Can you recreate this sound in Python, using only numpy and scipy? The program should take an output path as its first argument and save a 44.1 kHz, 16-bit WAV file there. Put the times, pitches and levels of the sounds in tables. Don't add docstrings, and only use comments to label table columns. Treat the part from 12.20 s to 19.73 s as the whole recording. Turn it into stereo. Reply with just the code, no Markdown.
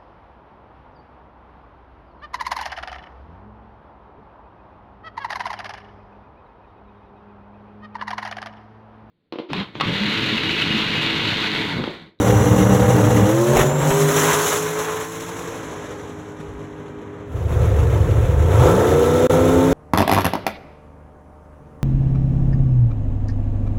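import sys
import numpy as np
from scipy import signal
from scipy.fft import rfft, irfft, next_fast_len
from scipy.io import wavfile
from scipy.ndimage import uniform_filter1d, map_coordinates

SR = 44100
rng = np.random.default_rng(int(sys.argv[2]) if len(sys.argv) > 2 else 0)


def unload_audio(sound):
    columns = np.transpose(np.atleast_2d(sound))
    steps = np.round(np.clip(columns, -1, 1) * 32767)
    wavfile.write(sys.argv[1], SR, steps.astype(np.int16))


N = 332073
TIME = np.arange(N) / SR

# time in seconds, mean speed in four-stroke cycles a second.
RUN_SPEED = [(0.0, 37.6), (1.04, 37.9), (1.21, 43.5), (1.39, 46.2), (1.77, 50.5), (2.81, 54.4),
             (3.31, 57.4), (3.45, 52.1), (3.71, 51.2), (5.1, 51.0)]
# multiple of the cycle, then relative level in dB
RUN_ORDERS = [(2, -7, -19, -22, 4), (3, 5.5, 1, 4, -1), (5, -3, -8.5, -15, -8.5), (6, -10.5, -20, -14, -3),
              (8, -13, -6, -2.5, 11.5), (11, -7.5, -9, -11.5, -40), (13, -6.5, -3, -20, -38),
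              (21, -8.5, -15, -34, -31)]
# time in seconds, added level in dB.
FIRING_GAIN = [(1.37, 8.5), (1.65, -12.5), (1.72, 0), (2.2, 0.5), (2.74, 0.5), (2.98, -11)]
# frequency in Hz, relative density in dB per Hz.
RUN_PIPE = [(25, -33), (65, -6), (150, -3.5), (230, -6.5), (480, 11), (690, -0.5), (1050, 5.5), (2500, -4),
            (3800, -2.5), (6500, 1), (11000, -5), (15500, -7.5)]
# centre in Hz, width in Hz, level over the plain flow in dB.
RUN_RING = [(1935, 70, 3), (2115, 45, 1), (2820, 60, 2)]
# lower edge in Hz, upper edge in Hz.
RUN_BANDS = [(20, 230), (230, 750), (750, 3500), (3500, 17000)]
# level in dB on the limiter, dB gained at launch,
# dB gained at full boost, dB lost per doubling of distance, dB of the far wash.
RUN_VOICES = [(-13.5, -6.5, 4.5, 30.5, -38.5), (-17, 0.5, 2.5, 15.5, -31.5), (-26, -2.5, 5.5, 10.5, -45.5),
              (-29.5, -0.5, 11, 13.5, -82)]
# middle in seconds, half length in seconds, gain in dB of boom, note, rasp and hiss,
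# added roughness from 0 to 1.
LOAD_SURGES = [(1.379, 0.073, 0.5, 0, 3, 1, 0.4), (1.554, 0.1, -1, -3.5, -2, -7.5, 0.4),
               (2.07, 0.15, -3, 0.5, 8, 5.5, 0.16), (2.304, 0.1, -5, 0, 5, 6, 0.24),
               (2.667, 0.19, -1, 2.5, 4.5, 1, 0.09), (3.45, 0.41, 0.5, 3, 4, 2.5, 0.22)]
# start in seconds, burst level in dB before its colour, thump level in dB.
CRACKS = [(1.355, -16, -18), (1.369, -9, -12), (1.393, -11, -15), (1.413, -13, -16), (1.705, -14, -18)]
# frequency in Hz, gain in dB.
CRACK_COLOUR = [(300, 6), (750, 14), (1100, 5.5), (3100, -1), (15000, -11)]
# frequency in Hz, phase in radians by which the left leads.
RUN_PHASE = [(100, 0), (200, -.3), (300, -.9), (450, -.3), (650, -1.2), (1700, 0), (2700, 1)]
# frequency in Hz, left minus right level in dB.
RUN_BALANCE = [(60, 3.5), (350, 1.1), (2000, 0)]

# time in seconds, mean speed in four-stroke cycles a second.
STAGE_SPEED = [(6.21, 9.1), (6.29, 10.0), (6.35, 12.4), (6.45, 17.5), (6.55, 23.2), (6.62, 26.6),
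               (6.7, 28.5), (6.9, 30.5), (7.156, 31.9), (7.52, 33.5)]
# time in seconds, state (0 idling, 1 throttle opening,
# 2 revving, 3 held high).
STAGE_STATE = [(6.18, 0), (6.28, 1), (6.58, 1), (6.72, 2), (7.12, 2), (7.36, 3)]
# multiple of the cycle, then relative level in dB
STAGE_ORDERS = [(3, -25, -23, -9.5, -9.5), (5, -7.5, -5.5, -5, -4.5), (8, 2, 5.5, -5, 0),
                (10, -5.5, -25, -12, -10), (11, 1.5, -9.5, -9.5, -9.5), (13, 0, -15, -5.5, 0.5),
                (16, -17, -11.5, 0.5, -3.5)]
# frequency in Hz, relative density in dB per Hz.
STAGE_PIPE = [(25, -6), (80, 21), (290, -6.5), (500, 5), (620, -7), (1000, 4.5), (1600, 6.5), (3700, -6),
              (7000, -10), (15500, -17)]
# centre in Hz, width in Hz, dB over the plain flow.
STAGE_RING = [(894, 16, 2.5), (1320, 37, 8), (3590, 99, 0)]
# lower edge in Hz, upper edge in Hz.
STAGE_BANDS = [(20, 300), (300, 750), (750, 3000), (3000, 17000)]
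# level in dB idling, dB gained with the throttle
# open, dB gained at high revs, dB gained during the run-up, dB gained when held high.
STAGE_VOICES = [(-11.5, 4.5, -8, 0.5, 4), (-25.5, 9, 2.5, 2.5, -0.5), (-37.5, 10, -3, 1.5, 0),
                (-40, 9.5, 0.5, 1.5, -0.5)]
# middle in seconds, half length in seconds, gain in dB, added roughness from 0 to 1.
BARKS = [(6.436, .035, 0.5, 0.2), (7.122, 0.092, 1.5, 0.01)]
# frequency in Hz, phase in radians by which the left leads.
STAGE_PHASE = [(40, 0), (215, -3.1), (260, -4.4), (430, -5.9), (620, -6), (760, -5), (830, -1.8),
               (1100, -.7), (1700, 0), (2700, 1.8)]
# frequency in Hz, left minus right level in dB.
STAGE_BALANCE = [(60, 0.5), (350, 5), (2000, 0.5)]

# frequency in Hz, phase in radians by which the left leads.
TREBLE_PHASE = [(3700, 1.8), (4750, np.pi), (17270, 7 * np.pi)]
CYLINDERS = np.array([1, -1, 0, 1, -1, 1, 0, -1])

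BANK_DB = 2.5
LAUNCH_AT_S, RELEASE_S = 1, 0.16
CUT_SHARE, CUT_DB = .2, 5
ACCEL_M_S2, NEAR_M = 9.05, 7.74
BOOST_AT_S, SPOOL_S = 1.206, 0.72
WHISTLE_HZ, WHISTLE_RISE_HZ, WHISTLE_SAG_HZ_PER_S = 5900, 3900, 45
WHISTLE_DB, WHISTLE_SAG_DB_PER_S = -32, 9
WHISTLE_SPOOL_DB, WHISTLE_BOOST_DB = 4.5, 14
WHISTLE_LOSS_DB = 28
CRACK_S, THUMP_S = .014, .003
BUFFET_AT_S, BUFFET_S, BUFFET_DB = 4.33, 0.079, -33.5
FADE_AT_S, FADE_S = 5.044, 0.37
THROTTLE_AT_S, THROTTLE_S = 6.25, .17
FLARE_AT_S, FLARE_S = 6.42, 0.077
IDLE_HUNT = .025
IDLE_ROUGH, HIGH_ROUGH, FLARE_ROUGH = .15, .08, .1
TOP_HZ = 15900


def amp(db):
    return 10 ** (np.asarray(db) / 20)


def along(points, hz):
    f, v = np.transpose(points)
    return np.interp(np.log(hz + 1), np.log(f), v)


def curves(rows):
    s, *cols = np.transpose(rows)
    return [np.interp(TIME, s, c) for c in cols]


def wobble(rate, times=TIME):
    coarse = TIME[::64]
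    knots = rng.standard_normal(4096)
    return np.interp(times, coarse, map_coordinates(knots, [coarse * rate], mode="wrap"))


def ramp(start, length):
    return np.clip((TIME - start) / length, 0, 1)


def swell(middle, half):
    return np.exp(-((TIME - middle) / half) ** 4)


def filtered(x, response):
    m = next_fast_len(N + SR // 4, True)
    return irfft(rfft(x, m) * response(np.fft.rfftfreq(m, 1 / SR)), m)[..., :N]


def band(x, lo, hi):
    y = filtered(x, lambda hz: ((1 + (lo / (hz + 1)) ** 12) * (1 + (hz / hi) ** 12)) ** -.5)
    power = np.abs(uniform_filter1d(y * y, size=7000))
    return y / np.sqrt(power + 1e-12)


def first_car():
    speed, = curves(RUN_SPEED)
    turns = np.cumsum(speed * (1 + 0.0021 * wobble(12))) / SR
    away = ramp(LAUNCH_AT_S, RELEASE_S)
    boost = 1 - np.exp(-np.maximum(TIME - BOOST_AT_S, 0) / SPOOL_S)
    metres = ACCEL_M_S2 * np.maximum(TIME - LAUNCH_AT_S - RELEASE_S / 2, 0) ** 2 / 2
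    doublings = np.log2(np.hypot(1, metres / NEAR_M))

    *surge_db, strain = sum(np.outer(gains, swell(s, half)) for s, half, *gains in LOAD_SURGES)
    levels = []
    for (held, launch, boosted, loss, wash), surge in zip(RUN_VOICES, surge_db):
        direct = amp(held + launch * away + boosted * boost - loss * doublings)
        levels.append(amp(surge) * np.hypot(direct, amp(wash)))
    firing_db, = curves(FIRING_GAIN)
    levels[1] = levels[1] * amp(0.19 * firing_db)
    levels[2] = levels[2] * amp(1.6 * away * (1 - ramp(2.7, .5)) * wobble(55))

    state = np.interp(TIME, [1.04, 1.17, 1.36, 1.55, 2.9, 3.5], [0, 1, 1, 1.9, 2.6, 3.2])
    far = np.maximum(state - 2, 0)
    rough = .07 * (1 - away) + .04 * away + .06 * np.minimum(doublings, 2) + strain
    unrest = 0.5 * (1 - away) + 0.19 * away
    tone = exhaust_tone(turns, RUN_ORDERS, state, RUN_PIPE, unrest, unrest_rate=32, upper_db=-20,
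                        upper_unrest=.6, count=48, firing_db=firing_db[::8])
    noise = gas(turns, RUN_PIPE, puff=1.0, uneven_db=1.0, crackle=0.86, crackle_s=0.016)
    noise = noise + amp(4 - 4 * away) * blowdown(turns, RUN_PIPE, lag=.12, jitter=.03, misfire_db=4)
    noise = noise + (1 - away) * ringing(noise, RUN_RING)
    noise = (1 - far) * noise + far * filtered(noise, lambda hz: np.exp(-hz / 12000))
    levels[:3] = levels[:3] * stutter(turns, 1 - away)
    noise_shares = [rough * (1.3 - away) + 0.5 * far, rough, 0.63 + 0.032 * far, 1]
    car = voice(tone, noise, levels, noise_shares, RUN_BANDS)
    fade = 1 - ramp(FADE_AT_S, FADE_S)
    source = fade * (car + turbo(boost, doublings) + cracks())
    return ports(source, RUN_PHASE, RUN_BALANCE, diffuse_db=-10)


def exhaust_tone(turns, orders, state, pipe, unrest, unrest_rate, upper_db, upper_unrest, count, firing_db=0):
    turns, state, unrest = turns[::8], state[::8], unrest[::8]
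    full_rate = lambda x: signal.resample_poly(x, 8, 1)[:N]
    main = 0
    for k, *db in orders:
        shake = unrest * (1 + 2.4 * (round(k) < 6))
        size = np.interp(state, np.arange(len(db)), amp(db))
        if round(k) == 8:
            size = size * amp(firing_db)
        main = main + size * partial(round(k) * turns, shake, unrest_rate)
    main_orders = np.round(orders)[:, 0]
    upper = 0
    for k in range(12, count):
        if k not in main_orders:
            size = amp(BANK_DB * np.cos(3 * np.pi * k / 4) + rng.normal(0, 1))
            upper = upper + size * partial(k * turns, unrest + upper_unrest, unrest_rate)
    coloured = filtered(full_rate(upper), lambda hz: amp(along(pipe, hz)))
    return full_rate(main) + amp(upper_db) * coloured


def partial(turns, shake, rate):
    angle = 2 * np.pi * (turns + rng.random())
    size = shake * wobble(rate, TIME[::8])
    slip = shake * wobble(rate, TIME[::8])
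    return ((1 + size) * np.sin(angle) + slip * np.cos(angle)) / np.sqrt(1 + 2 * shake ** 2)


def gas(turns, pipe, puff, uneven_db, crackle, crackle_s):
    firing = 8 * turns
    index = firing.astype(int)
    cylinders = CYLINDERS[index % len(CYLINDERS)]
    strength = amp(uneven_db * (cylinders + rng.standard_normal(8192)[index % 8192]))
    puffs = puff * strength * np.exp(-2 * (firing % 1))
    shocks = (rng.random(N) < 90 / SR) * rng.random(N) ** 2
    tears = signal.lfilter([crackle], [1, -np.exp(-1 / (crackle_s * SR))], shocks)
    flow = (1 + puffs + tears) * amp(.7 * wobble(22))
    return filtered(rng.standard_normal(N) * flow, lambda hz: amp(along(pipe, hz)))


def blowdown(turns, pipe, lag, jitter, misfire_db):
    firing = 8 * turns
    k = np.arange(1, int(firing[-1]) - 1)
    slip, size = rng.standard_normal((len(k), 2)).T
    moment = k + lag * CYLINDERS[k % len(CYLINDERS)] + jitter * slip
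    at = np.interp(moment, firing, np.arange(N)).astype(int)
    pulses = np.bincount(at, amp(misfire_db * np.tanh(size)), N)
    pulses = pulses / np.sqrt(np.gradient(firing))
    pulses = signal.lfilter(*signal.butter(2, [260, 1900], "band", fs=SR), pulses)
    return filtered(pulses, lambda hz: amp(along(pipe, hz)))


def ringing(x, modes):
    mode = lambda f, c, w: 1j * f * w / (c * c - f * f + 1j * f * w)
    return filtered(x, lambda f: sum(amp(db) * mode(f, c, w) for c, w, db in modes))


def stutter(turns, held):
    cut = (rng.random(2048) < CUT_SHARE)[(3 * turns).astype(int)]
    return amp(-CUT_DB * held * (uniform_filter1d(cut * 1., size=180) - CUT_SHARE / 2))


def voice(tone, noise, levels, noise_shares, bands):
    out = np.zeros(N)
    for (lo, hi), level, share in zip(bands, levels, noise_shares):
        share = np.clip(share, 0, 1)
        out += level * np.sqrt(share) * band(noise, lo, hi)
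        if np.min(share) < 1:
            out += level * np.sqrt(1 - share) * band(tone, lo, hi)
    return out


def turbo(boost, doublings):
    held = np.minimum(TIME, BOOST_AT_S)
    hz = WHISTLE_HZ - WHISTLE_SAG_HZ_PER_S * held + WHISTLE_RISE_HZ * boost
    db = WHISTLE_DB - WHISTLE_SAG_DB_PER_S * held + WHISTLE_SPOOL_DB * ramp(BOOST_AT_S, 0.023)
    db = db + WHISTLE_BOOST_DB * boost - WHISTLE_LOSS_DB * doublings
    flutter = (.003 + .005 * ramp(BOOST_AT_S, .05)) * wobble(250) + .001 * wobble(11)
    angle = 2 * np.pi * np.cumsum(hz * (1 + flutter)) / SR
    return amp(db + 2.5 * wobble(41)) * np.sin(angle)


def cracks():
    bursts = sum(amp(db) * (TIME >= s) * np.exp(-np.abs(TIME - s) / CRACK_S) for s, db, _ in CRACKS)
    thumps = 0
    for s, _, db in CRACKS:
        age = np.maximum(TIME - s, 0) / THUMP_S
        thumps = thumps + amp(db) * 2 * age * (2 - age) * np.exp(-age)
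    return thumps + filtered(bursts * rng.standard_normal(N), lambda hz: amp(along(CRACK_COLOUR, hz)))


def ports(x, phase, balance, diffuse_db):
    lead = lambda hz: np.interp(hz, *np.transpose(phase + TREBLE_PHASE))
    half = lambda hz: np.exp(.5j * lead(hz)) * amp(along(balance, hz) / 2)
    t = TIME[:SR // 5]
    tail = rng.standard_normal((2, len(t))) * amp(-60 * t / 0.069)
    scatter = signal.fftconvolve(x[None], tail / np.linalg.norm(tail[0]), axes=1)[:, :N]
    scatter = signal.lfilter(*signal.butter(1, 700, "high", fs=SR), scatter) * [wobble(130), wobble(130)]
    direct = filtered(x, lambda hz: half(hz) ** np.array([[1], [-1]]))
    return direct + amp(diffuse_db) * scatter


def buffet():
    return amp(BUFFET_DB) * swell(BUFFET_AT_S, BUFFET_S) * band(rng.standard_normal((2, N)), 35, 82)


def second_car():
    throttle = ramp(THROTTLE_AT_S, THROTTLE_S)
    revs = 1 / (1 + np.exp(-(TIME - FLARE_AT_S) / FLARE_S))
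    flare = 4 * revs * (1 - revs)
    idling = 1 - revs
    speed, = curves(STAGE_SPEED)
    turns = np.cumsum(speed * (1 + (.002 + IDLE_HUNT * (1 - throttle)) * wobble(13))) / SR
    high = ramp(FLARE_AT_S - .1, 0.48)
    state, = curves(STAGE_STATE)
    top = np.maximum(state - 2, 0)

    bark_db, strain = sum(np.outer(gains, swell(s, half)) for s, half, *gains in BARKS)
    levels = []
    for idle, opened, revved, run_up, held in STAGE_VOICES:
        db = idle + opened * throttle + revved * high + run_up * flare + held * top
        levels.append(amp(db + bark_db))
    rough = IDLE_ROUGH * (1 - high) + HIGH_ROUGH * high + FLARE_ROUGH * flare + strain
    unrest = 0.39 * (1 - throttle) + 0.19 * throttle
    tone = exhaust_tone(turns, STAGE_ORDERS, state, STAGE_PIPE, unrest, unrest_rate=20, upper_db=-17,
                        upper_unrest=.12, count=78)
    noise = gas(turns, STAGE_PIPE, puff=.2 + .6 * revs, uneven_db=2.5, crackle=0.5, crackle_s=0.01)
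    noise = noise + amp(9 * revs - 7) * blowdown(turns, STAGE_PIPE, lag=.12, jitter=.02, misfire_db=4)
    noise = noise + (1 + throttle) / 2 * ringing(noise, STAGE_RING)
    tone = tone + throttle * ringing(tone, STAGE_RING)
    noise = idling * noise + revs * filtered(noise, lambda hz: hz ** 2 / (hz ** 2 + 90 ** 2))
    lope = amp(idling * (.8 * np.sin(2 * np.pi * turns) + 1.3 * wobble(20)))
    noise_shares = [1.07 * rough, 2.6 * rough + .5 * idling, 0.2 + 0.7 * idling, 1]
    car = voice(tone, noise * lope, levels, noise_shares, STAGE_BANDS)
    return ports(ramp(FADE_AT_S, FADE_S) * car, STAGE_PHASE, STAGE_BALANCE, diffuse_db=-9.0)


def scene():
    return amp(-1.83) * (first_car() + second_car() + buffet())


def record(dry):
    dip = np.interp(TIME, [7.069, 7.072, 7.096, 7.098], [1, .02, .02, 1])
    rounded = dry / (1 + np.abs(dry / .95) ** 6) ** (1 / 6)
    return filtered(rounded * dip, lambda hz: hz < TOP_HZ)


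dry = scene()
out = record(dry)
unload_audio(out)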